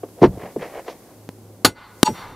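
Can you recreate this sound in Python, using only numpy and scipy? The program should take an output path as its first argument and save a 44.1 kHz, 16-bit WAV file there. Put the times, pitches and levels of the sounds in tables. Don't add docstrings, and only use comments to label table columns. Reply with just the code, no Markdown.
import sys
import numpy as np
from scipy import signal
from scipy.io import wavfile

SR = 44100
rng = np.random.default_rng(int(sys.argv[2]) if len(sys.argv) > 2 else 0)


def inscribe(sig):
    pcm = np.round(np.clip(np.atleast_2d(sig).T, -1, 1) * 32767)
    wavfile.write(sys.argv[1], SR, pcm.astype(np.int16))


N = 103635
TIME = np.arange(N) / SR


# start_s, crack_level_db, crack_t60_s (at 1 kHz), swell_s (at 1 kHz),
# clatter_level_db, echo_level_db
BLOWS = [(1.6473, -4.5, 0.072, 0.00168, -11.5, -45.5), (2.03, 5.5, 0.0098, 0.047, -20.5, -38.5)]
# pitch_hz, level_db_per_hz
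CRACK_COLOUR = [(40, -11), (250, -0.5), (600, -1), (1100, 2), (1800, -8), (4200, -5.5), (6000, -10),
                (12000, -15), (15500, -24.5)]
CRACK_HOLD_S, CRACK_DAMPING = 0.0016, 0.034
# pitch_hz, level_db_per_hz
CLATTER_COLOUR = [(40, -13), (180, -2.5), (500, -7.5), (1100, -17.5), (1800, -20.5), (4200, -19.5),
                  (7000, -33), (12000, -32), (15500, -45)]
CLATTER_T60_S, CLATTER_DAMPING = 0.12, 0.081
# start_s, level_db, pitch_hz, t60_s
WALL_PUSHES = [(1.6485, -3, 313, 0.023), (2.0311, 10.5, 242, 0.014)]
SWELL_DB, SWELL_DAMPING = 38.5, 0.23

BAR_PITCHES = [866, 962, 1215, 1461, 2058, 2752, 3590, 4143, 4520, 5709, 6795, 8038, 8488, 10715, 13145]
# t60_s, first_blow_level_db, second_blow_level_db
BAR_TONES = [(0.069, -11, -10.5), (0.02, -17, -14.5), (0.04, -3.5, -26), (0.12, -17, -43),
             (0.24, -35.5, -42.5), (.08, -21.5, -31), (0.069, -12, -36), (.07, -9, -40), (0.08, -11, -25),
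             (0.21, -42, -31), (0.088, -15.5, -27), (0.14, -36, -30), (0.15, -31, -37), (0.086, -14.5, -39),
             (.08, -15, -52)]
AFTER_RING_LEVELS = [
    [-60, -58, -56, -40, -44, -62, -54, -53, -51, -70, -66, -75, -75, -80, -80],
    [-45, -44, -46, -49, -44, -50, -42, -51, -43, -45, -54, -62, -64, -70, -80],
]
AFTER_RING_T60_S, AFTER_RING_DAMPING = 1.1, 0.15
RING_WAVER_DB, TONE_WAVER_RAD = 3.5, 0.45

# pitch_hz, level_db_per_hz
ECHO_COLOUR = [(35, 2.5), (100, -7.5), (160, 6.5), (260, -29), (450, -0.5), (620, -12), (900, 5),
               (1300, -1), (1750, -2.5), (2100, -9), (2700, -12), (4400, -9), (5500, -44), (9000, -44)]
# pitch_hz, side_db
ECHO_WIDTH = [(60, -20), (110, -27), (200, -26), (380, -24), (700, -33), (1290, -49), (2380, -36),
              (4400, -23), (8120, -3), (15000, -5)]
ECHO_DELAY_S, ECHO_RISE_S, ECHO_HOLD_S = 0.096, 0.039, 0.1
ECHO_T60_S, ECHO_DAMPING = 1, 0.43

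# start_s, level_db, low_edge_hz, high_edge_hz
WALL_KNOCKS = [(0.0316, -14.5, 392, 670), (0.2161, -1.5, 151, 550), (0.229, 0.5, 181, 1110),
               (0.2377, 4, 200, 1210), (0.2460, -6, 128, 1030), (0.2700, -12.5, 50, 197),
               (0.37, -27.5, 90, 600), (0.431, -27.5, 117, 1520), (0.5600, -14, 233, 556),
               (0.5850, -20, 165, 191), (0.619, -26, 454, 2980), (0.8790, -18.5, 517, 1870)]
# pitch_hz, level_db, t60_s
WALL_TONES = [(124.3, -18, 0.31), (185.7, -11.5, 0.26), (256, -7, 0.057), (299.4, -2, 0.064),
              (369, -2.5, .06), (425.3, -3, .06), (504, -6.5, 0.051), (698, -10.5, 0.057),
              (904, -14, 0.078), (1022, -15, 0.074)]
# pitch_hz, level_db_per_hz
WOOD_COLOUR = [(40, 5.5), (120, -0.5), (300, -8.5), (650, -12), (1200, -17), (2500, -15), (5000, -22.5),
               (15000, -52)]
WOOD_DB, WOOD_T60_S, WOOD_DAMPING = -1.5, 0.062, 0.42
KNOCK_ATTACK_S = 0.0023

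# peak_s, rise_s, fall_s, level_db, low_edge_hz, high_edge_hz
GRIT_BURSTS = [(.19, 0.017, 0.016, -40, 150, 700), (0.234, 0.0098, 0.019, -17, 2130, 5460),
               (.33, 0.043, 0.031, -40.5, 120, 674), (0.434, 0.035, 0.051, -34, 150, 3240),
               (0.619, 0.015, 0.066, -33, 300, 4370), (.625, 0.017, 0.024, -31.5, 1480, 2480),
               (.72, 0.043, 0.045, -48.5, 1610, 2590), (0.774, 0.026, 0.024, -32, 363, 2800),
               (0.901, 0.033, 0.029, -39, 250, 3000), (.905, 0.027, 0.016, -27, 3900, 5800),
               (1.06, 0.15, 0.091, -48.5, 600, 1870)]
# pitch_hz, level_db_per_hz
GRIT_COLOUR = [(100, -4), (220, -6.5), (480, 6.5), (850, -2.5), (1300, -16), (1800, -9), (2500, -18),
               (3300, -27), (4500, -13.5), (7000, -45.5), (12000, -20)]
GRAINS_PER_S, GRAIN_S, GRAIN_SPREAD_DB = 1000, 0.0022, 2

# start_s, level_db, low_edge_hz, high_edge_hz
DRY_TICKS = [(0.0890, -40, 200, 900), (0.3445, -36, 200, 3000), (0.4200, -41, 500, 6000),
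             (0.6020, -36, 600, 3000), (0.6230, -31, 600, 3000), (0.7550, -34, 350, 1500),
             (0.8810, -32, 900, 4500), (1.2905, -27, 170, 2600)]
# pitch_hz, level_db_per_hz
TICK_COLOUR = [(130, 12.5), (250, 17), (700, -3), (1600, -15.5), (4500, -11), (12000, -27)]
TICK_T60_S = 0.035

# pitch_hz, side_db
CLOSE_WIDTH = [(60, -32.5), (250, -37), (1000, -23.5), (2500, -19.5), (12000, -12)]

# pitch_hz, level_db_per_hz
AIR_COLOUR = [(25, -22.5), (60, -14.5), (110, -10.5), (200, -7), (330, -5.5), (500, -10.5), (750, -16.5),
              (1100, -26), (1700, -30.5), (3000, -44)]
# pitch_hz, side_db
AIR_WIDTH = [(60, -11), (110, -14), (200, -19), (380, -19.5), (700, -12), (1290, -5.5), (2380, -4),
             (4400, -1.5), (8120, -1.5), (15000, -5.5)]
AIR_DB, AIR_DIP_DB, AIR_DIP_AT_S, AIR_DIP_WIDTH_S = -48, 9.5, 1.853, 0.08
# pitch_hz, level_db_per_hz
HISS_COLOUR = [(2000, -3.5), (4000, -2.5), (8000, 0), (12500, -2), (15500, 4)]
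# time_s, level_db
HISS_LEVEL = [(0, -56.5), (.7, -52.5), (1.2, -57), (1.62, -59), (1.76, -67), (1.84, -62.5), (1.95, -57),
              (2.1, -48), (2.35, -59.5)]
# time_s, level_db
HUM_LEVEL = [(0, -48.5), (.6, -72), (1.1, -63.5), (1.2, -49), (1.55, -46.5), (1.7, -60), (2.35, -52)]
HUM_HZ = 105

OVERLOAD, OVERLOAD_KNEE = 0.96, 5
ROLLOFF_HZ, CUTOFF_HZ = 14200, 15700


def from_db(db):
    return 10 ** (np.asarray(db) / 20)


def at_hz(points, hz):
    pitches, values = np.transpose(points)
    return np.interp(np.log(hz), np.log(pitches), values)


def level(points):
    return from_db(np.interp(TIME, *np.transpose(points)))


def drift(rate):
    knots = rng.standard_normal(1024)
    return np.interp(TIME * rate, np.arange(len(knots)), knots)


def bands(colour, width):
    edges = np.geomspace(28, 16500, 20)
    centres = np.sqrt(edges[1:] * edges[:-1])
    octaves_below = np.maximum(np.log2(colour[0][0] / centres), 0)
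    octaves_above = np.maximum(np.log2(centres / colour[-1][0]), 0)
    gains = from_db(at_hz(colour, centres) - 20 * (octaves_below + octaves_above))
    gains = gains / np.sqrt(np.sum(gains ** 2 * np.diff(edges)) * 2 / SR)
    white = rng.standard_normal((2, 2, N))
    out = []
    for k, hz in enumerate(centres):
        band_filter = signal.butter(2, edges[k:k + 2], "band", fs=SR, output="sos")
        mid, side = signal.sosfilt(band_filter, white[k % 2])
        stereo = mid + from_db(at_hz(width, hz)) * side * [[1], [-1]]
        out.append((hz, gains[k] * stereo))
    return out


def decay(start, t60, hold=0):
    fall_db = np.clip(60 * (TIME - start - hold) / t60, 0, 200)
    return (TIME >= start) * from_db(-fall_db)


def swell(start, rise, t60):
    missing = np.clip(1 - (TIME - start) / rise, 0, 1)
    return decay(start, t60, rise) * from_db(-SWELL_DB * missing)


def damped(seconds, hz, damping):
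    return seconds * (hz / 1000) ** -damping


def passes(hz, low_hz, high_hz):
    return ((1 + (low_hz / hz) ** 7) * (1 + (hz / high_hz) ** 5)) ** -0.5


def clicks(times, sizes):
    samples = (np.asarray(times) * SR).astype(int)
    return np.bincount(samples, sizes, N)[:N] + 1e-18


def ring(drive, hz, t60):
    shrink = from_db(-60 / (t60 * SR))
    turn = 2 * np.pi * hz / SR
    return signal.lfilter([0, np.sin(turn)], [1, -2 * shrink * np.cos(turn), shrink ** 2], drive)


def echo_rise(start):
    return np.clip((TIME - start - ECHO_DELAY_S) / ECHO_RISE_S, 0, 1)


def impacts():
    out = np.zeros((2, N))
    for start, db, hz, t60 in WALL_PUSHES:
        out += ring(clicks([start], [from_db(db)]), hz, t60)
    crack_bands, clatter_bands = bands(CRACK_COLOUR, CLOSE_WIDTH), bands(CLATTER_COLOUR, CLOSE_WIDTH)
    for (hz, crack), (_, clatter) in zip(crack_bands, clatter_bands):
        for start, crack_db, crack_t60, rise, clatter_db, _ in BLOWS:
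            crack_shape = decay(start, damped(crack_t60, hz, CRACK_DAMPING), CRACK_HOLD_S)
            clatter_t60 = damped(CLATTER_T60_S, hz, CLATTER_DAMPING)
            clatter_shape = swell(start, damped(rise, hz, SWELL_DAMPING), clatter_t60)
            out += crack * from_db(crack_db) * crack_shape
            out += clatter * from_db(clatter_db) * clatter_shape
    return out


def bar():
    out = np.zeros(N)
    for hz, (t60, first_db, second_db) in zip(BAR_PITCHES, BAR_TONES):
        for (start, _, _, rise, _, _), db in zip(BLOWS, (first_db, second_db)):
            shape = swell(start, damped(rise, hz, SWELL_DAMPING), t60)
            tone = np.sin(2 * np.pi * (hz * TIME + rng.random()))
            out += from_db(db) * shape * tone
    return out


def after_ring():
    out = np.zeros(N)
    for (start, *_), levels in zip(BLOWS, AFTER_RING_LEVELS):
        for hz, db in zip(BAR_PITCHES, levels):
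            gain = from_db(db + RING_WAVER_DB * drift(50.43))
            fall = decay(start, damped(AFTER_RING_T60_S, hz, AFTER_RING_DAMPING))
            tone = np.sin(2 * np.pi * hz * TIME + TONE_WAVER_RAD * drift(40))
            out += gain * echo_rise(start) * fall * tone
    return out


def echoes():
    out = np.zeros((2, N))
    for hz, noise in bands(ECHO_COLOUR, ECHO_WIDTH):
        t60 = damped(ECHO_T60_S, hz, ECHO_DAMPING)
        for start, *_, db in BLOWS:
            fall = decay(start + ECHO_DELAY_S, t60, ECHO_HOLD_S)
            out += from_db(db) * echo_rise(start) * fall * noise
    return out


def knocks():
    start, db, low, high = np.transpose(WALL_KNOCKS)
    out = np.zeros((2, N))
    for k, (hz, tone_db, t60) in enumerate(WALL_TONES):
        hits = clicks(start, from_db(db + tone_db) * passes(hz, low, high))
        out += (-1) ** k * ring(hits, hz, t60)
    soft = np.exp(-1 / (KNOCK_ATTACK_S * SR))
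    for hz, noise in bands(WOOD_COLOUR, CLOSE_WIDTH):
        keep = from_db(-120 / (damped(WOOD_T60_S, hz, WOOD_DAMPING) * SR))
        hit_energy = (from_db(db + WOOD_DB) * passes(hz, low, high)) ** 2
        energy = signal.lfilter([1], [1, -keep], clicks(start, hit_energy))
        out += signal.lfilter([1 - soft], [1, -soft], np.sqrt(energy)) * noise
    return out


def grit():
    grain_db = GRAIN_SPREAD_DB * np.minimum(rng.exponential(1, N), 4)
    grains = (rng.random(N) < GRAINS_PER_S / SR) * from_db(grain_db)
    keep = np.exp(-1 / (GRAIN_S * SR))
    energy = signal.lfilter([1], [1, -keep], grains ** 2 + 1e-18)
    roughness = np.sqrt(energy / energy.mean())
    bursts = []
    for peak, rise, fall, db, low, high in GRIT_BURSTS:
        distance = (TIME - peak) / np.where(TIME < peak, rise, fall)
        bell = np.exp(-np.minimum(distance ** 2 / 2, 20))
        bursts.append((from_db(db) * bell, low, high))
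    out = np.zeros((2, N))
    for hz, noise in bands(GRIT_COLOUR, CLOSE_WIDTH):
        out += noise * sum(shape * passes(hz, low, high) for shape, low, high in bursts)
    return roughness * out


def ticks():
    shapes = [(from_db(db) * decay(start, TICK_T60_S), low, high) for start, db, low, high in DRY_TICKS]
    out = np.zeros((2, N))
    for hz, noise in bands(TICK_COLOUR, CLOSE_WIDTH):
        out += noise * sum(shape * passes(hz, low, high) for shape, low, high in shapes)
    return out


def background():
    dip_db = AIR_DIP_DB * np.exp(-((TIME - AIR_DIP_AT_S) / AIR_DIP_WIDTH_S) ** 2)
    air = from_db(AIR_DB - dip_db) * sum(noise for _, noise in bands(AIR_COLOUR, AIR_WIDTH))
    hiss = level(HISS_LEVEL) * sum(noise for _, noise in bands(HISS_COLOUR, AIR_WIDTH))
    hum_tone = np.sin(2 * np.pi * HUM_HZ * TIME + 0.5 * drift(6.35))
    hum = level(HUM_LEVEL) * np.sqrt(2) * hum_tone
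    return air + hiss + hum


def scene():
    blows = impacts() + bar() + after_ring() + echoes()
    handling = knocks() + grit() + ticks()
    return blows + handling + background()


def record(dry):
    overload = np.abs(dry / OVERLOAD) ** OVERLOAD_KNEE
    clipped = dry / (1 + overload) ** (1 / OVERLOAD_KNEE)
    dulled = signal.sosfilt(signal.butter(4, ROLLOFF_HZ, fs=SR, output="sos"), clipped)
    return signal.sosfilt(signal.ellip(12, 0.05, 80, CUTOFF_HZ, fs=SR, output="sos"), dulled)


dry = scene()
out = record(dry)
inscribe(out)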